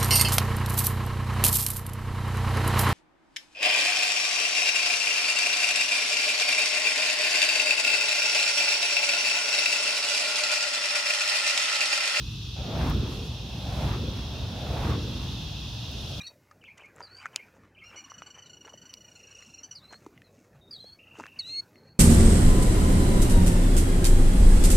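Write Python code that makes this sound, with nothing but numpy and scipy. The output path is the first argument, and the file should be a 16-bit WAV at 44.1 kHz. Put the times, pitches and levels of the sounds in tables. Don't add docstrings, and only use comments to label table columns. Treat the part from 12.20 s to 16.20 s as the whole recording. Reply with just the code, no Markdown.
import sys
import numpy as np
from scipy import signal
from scipy.fft import rfft, irfft
from scipy.io import wavfile
from scipy.ndimage import uniform_filter1d

SR = 44100
rng = np.random.default_rng(int(sys.argv[2]) if len(sys.argv) > 2 else 0)


def bounce(signal):
    frames = np.transpose(np.atleast_2d(signal))
    limited = np.clip(frames, -1, 1)
    pcm = np.round(limited * 32767).astype(np.int16)
    wavfile.write(sys.argv[1], SR, pcm)


N = 176400
TIME = np.arange(N) / SR
FREQ = np.maximum(np.arange(N // 2 + 1) * SR / N, 1)

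# f/Hz, likeness/0-1
FLAME_LIKENESS = [(60, 0.98), (130, 1), (290, .94), (700, 0.86), (1100, 0.86), (1500, 0.22), (3000, 0.3),
                  (7000, 0), (14000, 0)]
FIELD_LIKENESS = [(60, 0.47), (300, 0.69), (1400, 0.54), (3200, 0.57), (5000, 0.52), (7000, 0.27)]
# end/s, rise/s, tearing air/dB, whoosh/dB, sizzle end/s, sizzle rise/s, sizzle/dB
DOWNSWINGS = [(.712, 0.18, -40.5, -43, .708, 0.13, -54.5), (1.75, 0.23, -42.5, -46.5, 1.705, 0.32, -55.5),
              (2.74, 0.21, -41, -41, 2.708, 0.3, -57)]
# t/s, width/s, tearing air/dB, sizzle/dB
UPSWINGS = [(0.872, 0.053, -49, -66), (.945, 0.036, -59, -56.5), (1.06, 0.04, -62, -59),
            (1.99, .07, -53, -64), (3.046, 0.13, -54, -61.5)]


def from_db(db):
    return 10 ** (np.asarray(db) / 20)


def rms_one(x):
    return x / np.sqrt(np.mean(x ** 2) + 1e-20)


def in_time(rows):
    return np.interp(TIME, *np.transpose(rows))


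def at_hz(points):
    hz, value = np.transpose(points)
    return np.interp(np.log(FREQ), np.log(hz), value)


def pan(db):
    return from_db(np.array([[.5], [-.5]]) * db)


def drift(rate_hz):
    return rms_one(irfft(rfft(rng.standard_normal(N)) / (1 + (FREQ / rate_hz) ** 2), N))


def flutter(rate_hz, depth_db):
    return rms_one(from_db(depth_db * np.clip(drift(rate_hz), -2, 2)))


def bell(t, width_s):
    return np.exp(-.5 * ((TIME - t) / width_s) ** 2)


def swell(end, rise_s, fade_s):
    return np.exp(-(np.maximum(end - TIME, 0) / rise_s) ** 2 - np.maximum(TIME - end, 0) / fade_s)


def noise(colour, likeness):
    # f/Hz, left minus right/dB
    balance = [(60, -0.2), (130, 0.4), (300, -2), (700, 0), (1400, 0), (3300, -0.6), (4500, 0),
               (6000, -3.5), (8500, -2), (14000, -8)]
    mid, side = rfft(rng.standard_normal((2, N))) * colour
    alike = np.clip(at_hz(likeness), -.999, .999)
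    pair = np.sqrt(1 + alike) * mid + np.sqrt(1 - alike) * side * [[1], [-1]]
    pair = irfft(pair * pan(at_hz(balance)), N)
    return pair / np.std(pair.mean(axis=0))


def flame_roar():
    # f/Hz, relative level/dB
    spectrum = [(20, -35), (30, -25), (40, -22), (50, 1), (70, 1.5), (92, -3.5), (120, 1), (160, -8),
                (210, -16.5), (300, -31), (450, -57.5)]
    # t/s, relative level/dB
    level = [(0, -33.5), (.45, -36.5), (.61, -29), (.79, -28), (.9, -33.5), (1.3, -36.5), (1.52, -31),
             (1.67, -27.5), (1.8, -29.5), (2.05, -33.5), (2.38, -35), (2.52, -32), (2.72, -27.5),
             (2.85, -32), (3.25, -35), (3.7, -35.5), (4, -35.5)]
    # t/s, boost/dB
    flaps = [(.405, 8), (.628, 5), (.697, 7), (.742, 5.5), (.797, 4.5), (1.103, 4), (1.648, 4), (1.695, 2),
             (2.24, 7), (2.515, 5.5), (2.672, 2.5), (2.716, 5), (3.055, 4)]
    surge_db = sum(db * bell(t, width_s=0.013) for t, db in flaps)
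    burn = noise(from_db(at_hz(spectrum)), FLAME_LIKENESS)
    burn = burn / np.sqrt(uniform_filter1d(burn.mean(axis=0) ** 2, size=3000))
    return burn * flutter(rate_hz=14, depth_db=0.5) * from_db(in_time(level) + surge_db - 1)


def insects():
    # f/Hz, relative level/dB
    spectrum = [(1900, -37), (2380, -16.5), (2500, -4), (2750, 1.5), (3100, 0), (3280, 4.5), (3460, 6),
                (3750, 4), (4100, 1), (4400, -1), (5000, -2), (5550, -3.5), (5900, -6.5), (6500, -8.5),
                (7100, -21), (8500, -30)]
    # t/s, level/dB
    level = [(0, -46), (.45, -44), (.9, -45), (1.3, -46.5), (1.7, -44.5), (2.2, -45.5), (2.6, -45),
             (3.05, -43.5), (3.5, -43.5), (4, -43)]
    # f/Hz, band width/Hz, pulse rate/Hz, first level/dB, last level/dB
    rasps = [(2521, 50, 42, -61.5, -64), (2644, 31, 57, -62.5, -66), (2760, 49, 47, -61.5, -61),
             (3280, 40, 51, -60, -58.5), (3550, 38, 64, -57, -99), (3646, 100, 26, -59.5, -56),
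             (4074, 57, 34, -60.5, -61), (5345, 74, 240, -71.5, -64), (5560, 51, 150, -61, -66)]
    pulse_depth, rate_wander = 0.29, 0.0666
    out = noise(from_db(at_hz(spectrum)), FIELD_LIKENESS) * from_db(in_time(level))
    for hz, width_hz, pulse_hz, first_db, last_db in rasps:
        cycles = np.cumsum(pulse_hz * (1 + rate_wander * drift(rate_hz=4))) / SR
        pulses = rms_one(1 + pulse_depth * np.cos(2 * np.pi * cycles))
        tone = noise(1 / (1 + (2 * (FREQ - hz) / width_hz) ** 2), FIELD_LIKENESS)
        out = out + tone * pulses * from_db(np.linspace(first_db, last_db, N))
    return out


def field_air():
    # f/Hz, relative level/dB
    spectrum = [(25, 10), (60, 7), (130, -5.5), (300, 12.5), (500, -11.5), (1000, 1.5), (1600, -4.5),
                (2300, -9.5), (4000, -7), (9000, -29)]
    # t/s, level/dB
    level = [(0, -55), (1.2, -54.5), (2.2, -49), (4, -51.5)]
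    return from_db(in_time(level)) * noise(from_db(at_hz(spectrum)), FIELD_LIKENESS)


def wick():
    # f/Hz, relative level/dB
    spectrum = [(3000, 3), (6000, 6), (7700, 3), (8400, -2), (10000, 4), (11200, 0), (12700, 1.5),
                (14500, -12), (16000, -12)]
    # t/s, level/dB
    level = [(0, -60), (.5, -65), (1.25, -61.5), (1.85, -61), (2.25, -62.5), (2.85, -61), (3.45, -62),
             (3.95, -56)]
    # t/s, starting level/dB
    spits = [(.6992, -36), (3.715, -41)]
    spit_fade_s, spit_low_hz = 0.00074, 8000
    fanned = sum(from_db(db) * swell(end, rise_s, fade_s=0.011) for *_, end, rise_s, db in DOWNSWINGS)
    fanned = fanned + sum(from_db(db) * bell(t, width_s) for t, width_s, _, db in UPSWINGS)
    sizzle = noise(from_db(at_hz(spectrum)), FLAME_LIKENESS) * flutter(rate_hz=400, depth_db=1.6)
    bursts = sum(from_db(db) * (TIME >= t) * np.exp(-np.abs(TIME - t) / spit_fade_s) for t, db in spits)
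    spit_hiss = noise(1 / (1 + (spit_low_hz / FREQ) ** 4), FLAME_LIKENESS)
    return sizzle * np.hypot(from_db(in_time(level)), fanned) + spit_hiss * bursts


def wake():
    # f/Hz, relative level/dB
    spectrum = [(110, -32.5), (170, -1.5), (220, -0.5), (300, -5), (370, -4.5), (430, -6.5), (520, -17),
                (900, -71)]
    # t/s, relative level/dB
    level = [(0, -47), (.33, -50), (.5, -36.5), (.76, -35.5), (.95, -40), (1.1, -46.5), (1.35, -47),
             (1.7, -35), (1.88, -41), (2.02, -43.5), (2.45, -43), (2.58, -38), (2.69, -35), (2.85, -41),
             (3.1, -45), (3.55, -53.5), (3.7, -47), (4, -45)]
    air = noise(from_db(at_hz(spectrum)), FLAME_LIKENESS) * flutter(rate_hz=21, depth_db=2.05)
    return air * from_db(in_time(level) - 0.5)


def over_ground(x):
    # t/s, height/m
    height = [(0, 2), (.45, 2.52), (.6, 2.42), (.7, 1.2), (.8, 1.1), (.95, 1.4), (1.1, 1.8), (1.3, 2.03),
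              (1.6, 2.42), (1.75, 1.47), (1.87, 1.37), (2.02, 1.7), (2.25, 2.12), (2.55, 2.76), (2.7, 0.98),
              (2.83, 1.1), (3.08, 1.62), (3.45, 2), (4, 2.64)]
    mic_height_m, distance_m, sound_m_per_s = 0.28, 2.943, 343
    echo_gain, grass_cut_hz = 0.47, 1640
    delay_s = 2 * in_time(height) * mic_height_m / distance_m / sound_m_per_s
    dull = irfft(rfft(x) / (1 + (FREQ / grass_cut_hz) ** 2), N)
    echo = np.array([np.interp(TIME - delay_s, TIME, side) for side in dull])
    return x + echo_gain * echo


def rush():
    # f/Hz, relative level/dB
    spectrum = [(250, 4), (380, 1), (480, 5), (650, 2), (850, -2), (1100, -8), (1400, -9), (1900, -16.5),
                (2600, -10.5), (4000, -76), (8000, -35)]
    # t/s, relative level/dB
    level = [(0, -90), (.34, -87), (.365, -47), (.47, -45), (.61, -37), (.78, -44), (1.0, -49), (1.22, -52),
             (1.42, -47.5), (1.64, -38.5), (1.81, -46.5), (2.0, -49), (2.34, -46.5), (2.62, -38.5),
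             (2.82, -46.5), (3.5, -56), (3.92, -52.5), (4, -52)]
    air = noise(from_db(at_hz(spectrum)), FLAME_LIKENESS) * flutter(rate_hz=55, depth_db=0.4)
    return air * from_db(in_time(level) + 3.5)


def gliding_noise(hz, width_hz):
    white = rng.standard_normal((2, 3, N))
    cos_gain, sin_gain = irfft(rfft(white) / (1 + (2 * FREQ / width_hz) ** 2), N)
    phase = 2 * np.pi * np.cumsum(hz) / SR
    bands = cos_gain * np.cos(phase) + sin_gain * np.sin(phase)
    return rms_one(bands[0] + 0.41 * bands[1:])


def whooshes():
    base_hz, climb_hz, climb_s = 700.5, 451, .12
    out = 0
    for end, _, _, db, *_ in DOWNSWINGS:
        hz = base_hz + climb_hz * np.exp(-np.maximum(end - TIME, 0) / climb_s)
        out = out + from_db(db) * swell(end, rise_s=.22, fade_s=0.024) * gliding_noise(hz, width_hz=450)
    return out


def tearing_air():
    # f/Hz, relative level/dB
    spectrum = [(500, -6), (800, -1), (1100, 0.5), (1500, -4), (2000, -6.5), (2700, -13), (4000, -14),
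                (8000, -34)]
    down = sum(from_db(db) * swell(end, rise_s, fade_s=0.024) for end, rise_s, db, *_ in DOWNSWINGS)
    up = sum(from_db(db) * bell(t, width_s) for t, width_s, db, _ in UPSWINGS)
    air = noise(from_db(at_hz(spectrum)), FLAME_LIKENESS) * flutter(rate_hz=130, depth_db=1.8)
    return (down + up) * air


def hollow_hums():
    # t/s, f/Hz, level/dB
    hums = [(1.0, 440, -44.5), (1.865, 500, -44.5), (2.87, 500.3, -50)]
    rise_hz_per_s = 600
    out = 0
    for t, hz, db in hums:
        hum = gliding_noise(hz + rise_hz_per_s * (TIME - t), width_hz=110)
        out = out + from_db(db) * bell(t, width_s=0.052) * hum
    return out


def scene():
    # t/s, left minus right/dB
    sway = [(0, 0), (.66, 1), (.73, 2), (.95, -0.5), (1.15, 1), (1.63, -1), (1.76, 1), (2.0, 1),
            (2.25, 0.5), (2.63, -1), (2.76, 1), (3.1, 2), (4, 3.5)]
    lean = pan(in_time(sway))
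    flame = flame_roar() + over_ground(lean * rush() + wake())
    swings = lean * (whooshes() + hollow_hums() + tearing_air())
    return flame + swings + wick() + insects() + field_air()


def record(dry):
    low_cut_hz, high_cut_hz = 31, 15800
    heard = signal.sosfilt(signal.butter(4, low_cut_hz, "high", fs=SR, output="sos"), dry)
    return signal.sosfilt(signal.ellip(12, .1, 90, high_cut_hz, fs=SR, output="sos"), heard)


dry = scene()
out = record(dry)
bounce(out)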